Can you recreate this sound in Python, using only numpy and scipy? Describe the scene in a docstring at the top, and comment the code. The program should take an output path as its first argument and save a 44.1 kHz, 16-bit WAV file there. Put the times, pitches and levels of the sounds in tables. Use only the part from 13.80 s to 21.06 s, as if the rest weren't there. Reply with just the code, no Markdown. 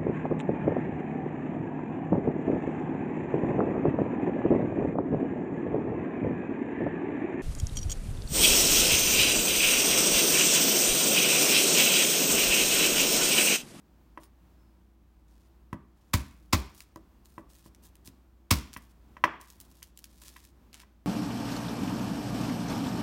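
"""Crushing garlic on a wooden board

A knife knocks on a board: filtered board modes, a counter thump and a short steel ring. Three times a palm smacks
the flat blade on a clove: brittle cracks, a dense crunch, a wooden slap and a thud that sinks in pitch. Dry skin
snaps and rubs as random fractures, and a thin squeak slides down early on. All of this rings in a small kitchen
made of decaying noise bands, over a fridge hum of wavering sine orders and a low rush of filtered noise."""
import sys
import numpy as np
from scipy import signal
from scipy.fft import rfft, irfft, next_fast_len
from scipy.io import wavfile

SR = 44100
rng = np.random.default_rng(int(sys.argv[2]) if len(sys.argv) > 2 else 0)


def master_out(mix):
    """Clip the mix to full scale and print it as 16-bit PCM to the path in sys.argv[1]."""
    frames = np.transpose(np.atleast_2d(mix))
    ceiling = np.clip(frames, -1, 1)
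    pcm = np.round(ceiling * 32767).astype(np.int16)
    wavfile.write(sys.argv[1], SR, pcm)


N = 320166
TIME = np.arange(N) / SR
RING = TIME[:int(.55 * SR)]  # time axis of one event


def undb(db):
    """Amplitude factor of a level in dB."""
    return 10 ** (np.asarray(db) / 20)


def unit_peak(x):
    """Scale to a peak of 1."""
    return x / np.abs(x).max()


def unit_rms(x):
    """Scale to an rms of 1."""
    return x / np.sqrt(np.mean(x ** 2))


def add(track, s, sound):
    """Mix a sound into the track from time s on."""
    start = int(s * SR)
    track[start:start + len(sound)] += sound[:N - start]


def read(points, hz):
    """Value of a (Hz, value) table on a log-frequency axis."""
    f, value = np.transpose(points)
    return np.interp(np.log(hz + 1), np.log(f), value)


def colour(x, points):
    """Causal, minimum-phase filter with the given (Hz, dB) spectrum."""
    size = 2 * next_fast_len(len(x))
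    hz = np.arange(size // 2 + 1) * SR / size
    cepstrum = irfft(np.log(undb(read(points, hz))))
    # fold the cepstrum onto positive times
    cepstrum[1:size // 2] *= 2
    cepstrum[size // 2 + 1:] = 0
    response = np.exp(rfft(cepstrum))
    return irfft(rfft(x, size) * response)[:len(x)]


def cut(x, hz, kind, order=2):
    """Butterworth low-pass or high-pass, kept below the Nyquist limit."""
    b, a = signal.butter(order, min(hz / SR * 2, .95), kind)
    return signal.lfilter(b, a, x)


def through(x, response):
    """Excite a body, given its tap response, with x."""
    return signal.fftconvolve(x, response)[:len(x)]


def fade(t60):
    """Exponential decay by 60 dB in t60 seconds."""
    return np.exp(-np.log(1000) * RING / t60)


def ring(modes):
    """Response of a body to one sharp tap: a sum of decaying sines."""
    return sum(undb(db) * fade(t60) * np.sin(2 * np.pi * hz * RING) for hz, db, t60 in modes)


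def sway(modes, swell=0.037):
    """Heavy, loosely coupled modes take a share (swell) of their life to build up."""
    out = np.zeros(len(RING))
    for hz, db, t60 in modes:
        envelope = fade(t60) - fade(t60 * swell)
        out += undb(db) * envelope * np.sin(2 * np.pi * hz * RING)
    return out


def crackle(count, per_s, spread_db):
    """Tiny fractures at random moments; with a spread most are weak and a few strong."""
    sizes = undb(spread_db * np.minimum(rng.exponential(size=count), np.pi))
    hits = rng.random(count) < per_s / SR
    return unit_rms(hits * rng.choice([-1, 1], count) * sizes)


def skin(x, hz):
    """Dry skin radiates a broad band; smaller flakes sound higher."""
    return cut(cut(x, hz * 0.27, "high"), hz * 1.7, "low", order=1)


def fridge(shaft_hz=29.8, waver=0.033, hum_waver_db=1.3, air_db=-62, air_waver_db=2.0):
    """Compressor shaft orders, slightly wavering in pitch and level, over the low rush of the room."""
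    # Each row: multiple of the shaft speed, mean level in dB rms.
    orders = [(2, -60), (3, -76), (6, -76.5), (7, -78), (8, -84.5), (11, -76)]
    # Spectrum of the rush. Each row: frequency in Hz, relative level in dB.
    air_spectrum = [(25, -26), (45, -3.5), (65, -13), (120, -17), (220, -16), (330, -19), (460, -28),
                    (1000, -29.5), (2000, -39), (5000, -45.5), (10000, -50), (16000, -45.5)]
    knots_s = np.arange(0, N / SR + 1, 1 / 6)

    def walk():
        """Slow random curve."""
        return np.interp(TIME, knots_s, rng.standard_normal(len(knots_s)))

    turns = np.cumsum(shaft_hz * (1 + waver * walk())) / SR
    hum = np.zeros(N)
    for multiple, db in orders:
        gain = np.sqrt(2) * undb(db + hum_waver_db * walk())
        hum += gain * np.sin(2 * np.pi * (multiple * turns + rng.random()))
    air = unit_rms(colour(rng.standard_normal(N), air_spectrum))
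    return hum + undb(air_db + air_waver_db * walk()) * air


def wooden_board(grain_db=-1.5, grain_t60_s=0.04):
    """Main modes of the wood, with many weak, quickly damped ones between them as decaying noise."""
    # Each row: frequency in Hz, relative level in dB, t60 in seconds.
    board_modes = [(298.2, -19, 0.053), (325, -10, 0.17), (526, -15, 0.064), (589, -9.5, 0.096),
                   (659, -8, 0.042), (997, -1, 0.019), (1074, -7, 0.024), (1140, -1.5, 0.015),
                   (1550, -3, 0.029), (1950, -9.5, 0.053), (2210, -8, 0.024), (2615, -8.5, 0.031),
                   (3150, -14, 0.043), (3950, -17.5, 0.034), (5200, -11.5, 0.072)]
    # Each row: frequency in Hz, relative level in dB.
    grain_spectrum = [(150, -9), (500, -0.5), (1000, 0), (2300, -6), (3800, -9.5), (6000, -4.5),
                      (10000, -23), (16000, -18.5)]
    grain = colour(rng.standard_normal(len(RING)) * fade(grain_t60_s), grain_spectrum)
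    return unit_rms(ring(board_modes)) + undb(grain_db) * unit_rms(grain)


def swaying_counter():
    """Board and counter swaying together."""
    # Each row: frequency in Hz, relative level in dB before build-up, t60 in seconds.
    counter_modes = [(44.8, -26.5, 0.53), (57.6, -22.5, 1), (76.7, -13, 0.47), (96, -6, 0.099),
                     (113.8, -0.5, 0.096), (137, -6.5, 0.13), (165, -1.5, .13), (209.7, 3, 0.1),
                     (262, -2.5, 0.13)]
    return sway(counter_modes)


def steel_blade():
    """Ring of the undamped steel blade."""
    # Each row: frequency in Hz, relative level in dB, t60 in seconds.
    blade_modes = [(5250, -9, .06), (7200, -7, .05), (8683, 0, .1), (10040, -2, .09), (12021, -9, .07),
                   (13544, -7, .07), (14045, -1, .08), (15612, -5, .07)]
    return unit_peak(ring(blade_modes))


def knocks(board, counter, blade, steel_db=-26.5, grip_t60_s=0.21, bounce_s=0.002953, bounce_db=-18):
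    """A harder contact reaches higher board modes; the edge bounces once and the knife's weight nudges the counter."""
    # Each row: time in seconds, peak of the wood in dB, contact sharpness in Hz,
    # counter thump in dB relative to the wood.
    contacts = [(0.3748, -30.5, 1260, -48), (1.929, -26.5, 1200, 1.5), (3.160, -33.5, 755, -13),
                (3.58, -30, 960, -10.5), (3.86, -44.5, 700, -3), (4.28, -56, 1200, 14.5),
                (4.964, -29.5, 2817, -10), (5.3678, -37, 2010, -13.5), (5.4394, -6.5, 2050, -21.5),
                (6.023, -45, 3520, -12), (6.563, -38.5, 3240, -21), (7.033, -48.5, 2200, -21)]
    low_edge_hz, low_edge_power = 194, 1.57  # low edge for a 1 kHz contact; climbs with sharpness
    out = np.zeros(N)
    thump = unit_peak(cut(counter, 90, "high"))
    steel = blade * fade(grip_t60_s)  # the hand gripping the knife damps the blade's ring
    for s, db, sharp_hz, thump_db in contacts:
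        low_hz = low_edge_hz * (sharp_hz / 1000) ** low_edge_power
        wood = unit_peak(cut(cut(board, sharp_hz, "low"), low_hz, "high"))
        add(out, s, undb(db) * (wood + undb(thump_db) * thump + undb(steel_db) * steel))
        add(out, s + bounce_s, undb(db + bounce_db) * wood)
    return out


def rubs(board, blade, wood_db=-11, catch_db=5, catch_s=0.019, tear_db=-3):
    """Papery skin slips in fits and tears now and then; the wood sounds along and the dragged steel sings."""
    # Each row: start in seconds, length in seconds, skin level in dB rms before the pressure envelope,
    # centre in Hz, blade ring in dB relative to the skin.
    spells = [(0.407, 0.042, -63.5, 3360, -0.5), (1.483, 0.18, -77.5, 4470, -12),
              (2.172, 0.23, -81, 4430, -20), (2.947, 0.074, -60.5, 10000, -12),
              (3.453, 0.15, -70.5, 8000, -4), (3.697, .17, -65.5, 6600, -9),
              (4.031, 0.042, -61, 10400, -16), (4.254, 0.017, -59, 9000, -7), (4.977, 0.13, -70, 8860, -12),
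              (5.606, 0.475, -67, 8900, -26), (6.164, 0.36, -68, 7600, -17),
              (6.419, 0.067, -54.5, 6530, -30), (6.504, 0.18, -65, 6000, -25),
              (6.935, 0.078, -59.5, 3220, -20)]
    attack_s, release_s = 0.015, 0.042
    out = np.zeros(N)
    for s, length_s, db, hz, blade_db in spells:
        corners_s = np.cumsum([0, attack_s, length_s, release_s])
        pressure = np.interp(RING, corners_s, [0, 1, 1, 0]) ** 2
        grip = rng.uniform(-1.7, 1, size=256)  # the skin catches in fits and starts
        fits = undb(catch_db * np.interp(RING, np.arange(len(grip)) * catch_s, grip))
        tears = crackle(len(RING), per_s=90, spread_db=3)
        slips = fits * crackle(len(RING), per_s=630, spread_db=0.0) + undb(tear_db) * tears
        steel = undb(blade_db) * unit_rms(through(slips, blade))
        wood = undb(wood_db) * unit_rms(through(slips, board))
        add(out, s - attack_s, undb(db) * pressure * (unit_rms(skin(slips, hz)) + steel + wood))
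    return out


def squeak(start_s=.76, length_s=0.26, attack_s=.04, start_hz=5300, sag_hz_per_s=1100, db=-85, flutter=0.0056):
    """A thin, unsteady tone that slides down and dies away."""
    age_s = np.clip(TIME - start_s, 0, length_s)
    unsteady = unit_rms(cut(rng.standard_normal(N), 150, "low"))
    pitch_hz = (start_hz - sag_hz_per_s * age_s) * (1 + flutter * unsteady)
    gain = np.sqrt(2) * undb(db) * np.interp(age_s, [0, attack_s, length_s], [0, 1, 0])
    return gain * np.sin(2 * np.pi * np.cumsum(pitch_hz) / SR)


def snap(hz, crack_t60=0.0026, flake_db=-17, flake_t60=0.0022, splinter_db=-28, splinter_t60=0.23):
    """One brittle crack rings a flake of skin, with a few smaller fractures behind it."""
    crack = unit_peak(rng.standard_normal(len(RING)) * fade(crack_t60))
    flake_hz = hz * rng.uniform(0.61, 1.0, size=3)
    flake = unit_peak(ring([(f, 0, flake_t60) for f in flake_hz]))
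    splinters = crackle(len(RING), per_s=1400, spread_db=10.0) * fade(splinter_t60)
    return unit_peak(skin(crack + undb(flake_db) * flake + undb(splinter_db) * splinters, hz))


def snaps():
    """Pieces of skin and flesh break off one by one, each with a short tearing after it."""
    # Each row: time in seconds, peak in dB, centre in Hz.
    breaks = [(1.9301, -38.5, 3750), (3.0051, -34, 5540), (3.1596, -42, 7960), (3.457, -43.5, 4600),
              (3.9482, -44.5, 5970), (4.1546, -43.5, 8150), (4.275, -33, 6100), (4.931, -35.5, 5970),
              (4.938, -31, 5570), (4.9717, -34, 12300), (5.613, -32.5, 10000), (5.7022, -34, 9000),
              (5.802, -32.5, 14000), (5.812, -33.5, 10900), (6.0286, -28, 7800), (6.1744, -35, 10370),
              (6.19, -36, 9100), (6.242, -30.5, 7800), (6.4196, -40.5, 3600), (6.5664, -40, 4960),
              (6.6507, -39, 8930), (6.9302, -39.5, 3500), (6.943, -31.5, 3030), (7.001, -38, 4000)]
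    out = np.zeros(N)
    for s, db, hz in breaks:
        add(out, s, undb(db) * snap(hz, crack_t60=0.0083, splinter_db=-23.5, splinter_t60=0.08))
    return out


def bend(x, travel_s=0.0044, ref_hz=100):
    """Bending waves run slower the lower they are (travel_s at ref_hz), so a thud sinks in pitch."""
    size = 2 * len(x)
    hz = np.arange(len(x) + 1) * SR / size
    dispersion = np.exp(-4j * np.pi * travel_s * np.sqrt(ref_hz * hz))
    return irfft(rfft(x, size) * dispersion)[:len(x)]


def boom(start_hz=140, end_hz=59.7, sag_s=0.02, rise_s=0.0025, t60_s=.31):
    """The slowest bending wave of the counter, sliding down as it fades."""
    hz = end_hz + (start_hz - end_hz) * np.exp(-RING / sag_s)
    envelope = (1 - np.exp(-RING / rise_s)) * fade(t60_s)
    return envelope * np.sin(2 * np.pi * np.cumsum(hz) / SR)


def smashes(board, counter, lead_s=.005, rise_s=.0022, collapse_t60_s=0.081):
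    """The clove splits and bursts in a crunch, the blade slaps the wood, the palm's weight lands, the skin settles."""
    # Each row: time in seconds, crack in dB, crush in dB, crush brightness in Hz, wood in dB, thud in dB,
    # palm sharpness in Hz.
    palm_hits = [(2.3377, -11.5, -20, 13320, -18.5, -14, 130),
                 (2.7306, -12.5, -12.5, 6894, -13.5, -12.5, 1480),
                 (4.7108, -9, -13.5, 11760, -17.5, -12.5, 300)]
    # A clove splits twice. Each row: seconds after the palm lands, dB relative to the crack, centre in Hz.
    splits = [(-.002, -1, 4660), (.002, 0, 7570)]
    # Each row: frequency in Hz, relative level in dB.
    crush_spectrum = [(200, -13.5), (600, -8.5), (1100, 8), (1600, -4), (2200, 3.5), (3200, -4),
                      (4600, 0.5), (7000, -3), (10000, -10), (15000, -2)]
    slap_lag_s, thud_lag_s, boom_lag_s = 0.00083, .001, .003
    boom_db = -7.5  # relative to the thud
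    settle_db, settle_t60_s, settle_hz = -57.5, 1, 9000  # skin goes on crackling under the blade
    out = np.zeros(N)
    age_s = RING - lead_s
    rise = np.minimum(age_s, 0) / rise_s
    collapse = np.log(1000) * np.maximum(age_s, 0) / collapse_t60_s
    burst = np.exp(rise - collapse)
    slap = unit_peak(cut(cut(board, 1500, "low"), 360, "high"))
    for s, crack_db, crush_db, bright_hz, wood_db, thud_db, palm_hz in palm_hits:
        for lag_s, db, hz in splits:
            add(out, s + lag_s, undb(crack_db + db) * snap(hz))
        fractures = crackle(len(RING), per_s=14000, spread_db=2.0)
        crunch = cut(colour(fractures * burst, crush_spectrum), bright_hz, "low", order=1)
        add(out, s - lead_s, undb(crush_db) * crunch)
        add(out, s + slap_lag_s, undb(wood_db) * slap)
        thud = unit_peak(cut(bend(counter), palm_hz, "low", order=1))
        add(out, s + thud_lag_s, undb(thud_db) * thud)
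        add(out, s + boom_lag_s, undb(thud_db + boom_db) * boom())
        settling = skin(crackle(len(RING), per_s=1000, spread_db=5), settle_hz)
        add(out, s, undb(settle_db) * fade(settle_t60_s) * settling)
    return out


def kitchen(x, wet_db=-9, build_s=0.0024):
    """Two early reflections, then a diffuse field: each band stores the energy fed to it and lets it die away."""
    # Nearby surfaces. Each row: delay in seconds, level in dB.
    reflections = [(.0031, -17.5), (0.0124, -14.5)]
    # Each row: frequency in Hz, t60 in seconds.
    decay = [(150, 0.44), (500, .38), (2000, 0.49), (6000, 0.45), (15000, 0.14)]
    # Each row: frequency in Hz, diffuse level in dB relative to wet_db.
    echo_spectrum = [(130, -6), (300, 0), (1000, -3.5), (3000, -4), (8000, -9.5), (16000, -7.5)]
    out = x.copy()
    for delay_s, db in reflections:
        add(out, delay_s, undb(db) * cut(x, 360, "high", order=1))  # small surfaces send back little bass
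    edges_hz = np.geomspace(110, 17000, 20)
    for low_hz, high_hz in zip(edges_hz, edges_hz[1:]):
        band = signal.butter(4, [low_hz, high_hz], "band", fs=SR, output="sos")
        centre_hz = np.sqrt(low_hz * high_hz)
        energy = signal.sosfilt(band, x + 1e-12 * rng.standard_normal(N)) ** 2
        decay_s = read(decay, centre_hz) / np.log(1000) / 2  # time constant of energy
        for tau_s in (build_s, decay_s):
            keep = np.exp(-1 / (tau_s * SR))
            energy = signal.lfilter([1 - keep], [1, -keep], energy)
        diffuse = unit_rms(signal.sosfilt(band, rng.standard_normal(N)))
        out += undb(wet_db + read(echo_spectrum, centre_hz)) * np.sqrt(energy) * diffuse
    return out


def scene():
    """Knife and garlic sounds in the kitchen, plus the fridge."""
    board, counter, blade = wooden_board(), swaying_counter(), steel_blade()
    work = knocks(board, counter, blade) + rubs(board, blade) + squeak() + snaps() + smashes(board, counter)
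    return (kitchen(work) + fridge())[None]


def record(dry, bass_hz=46, top_hz=16200):
    """The microphone drops the deepest bass and cuts the top."""
    top_cut = signal.ellip(10, .2, 80, top_hz, fs=SR, output="sos")
    return signal.sosfilt(top_cut, cut(dry, bass_hz, "high", order=3))


dry = scene()
out = record(dry)
master_out(out)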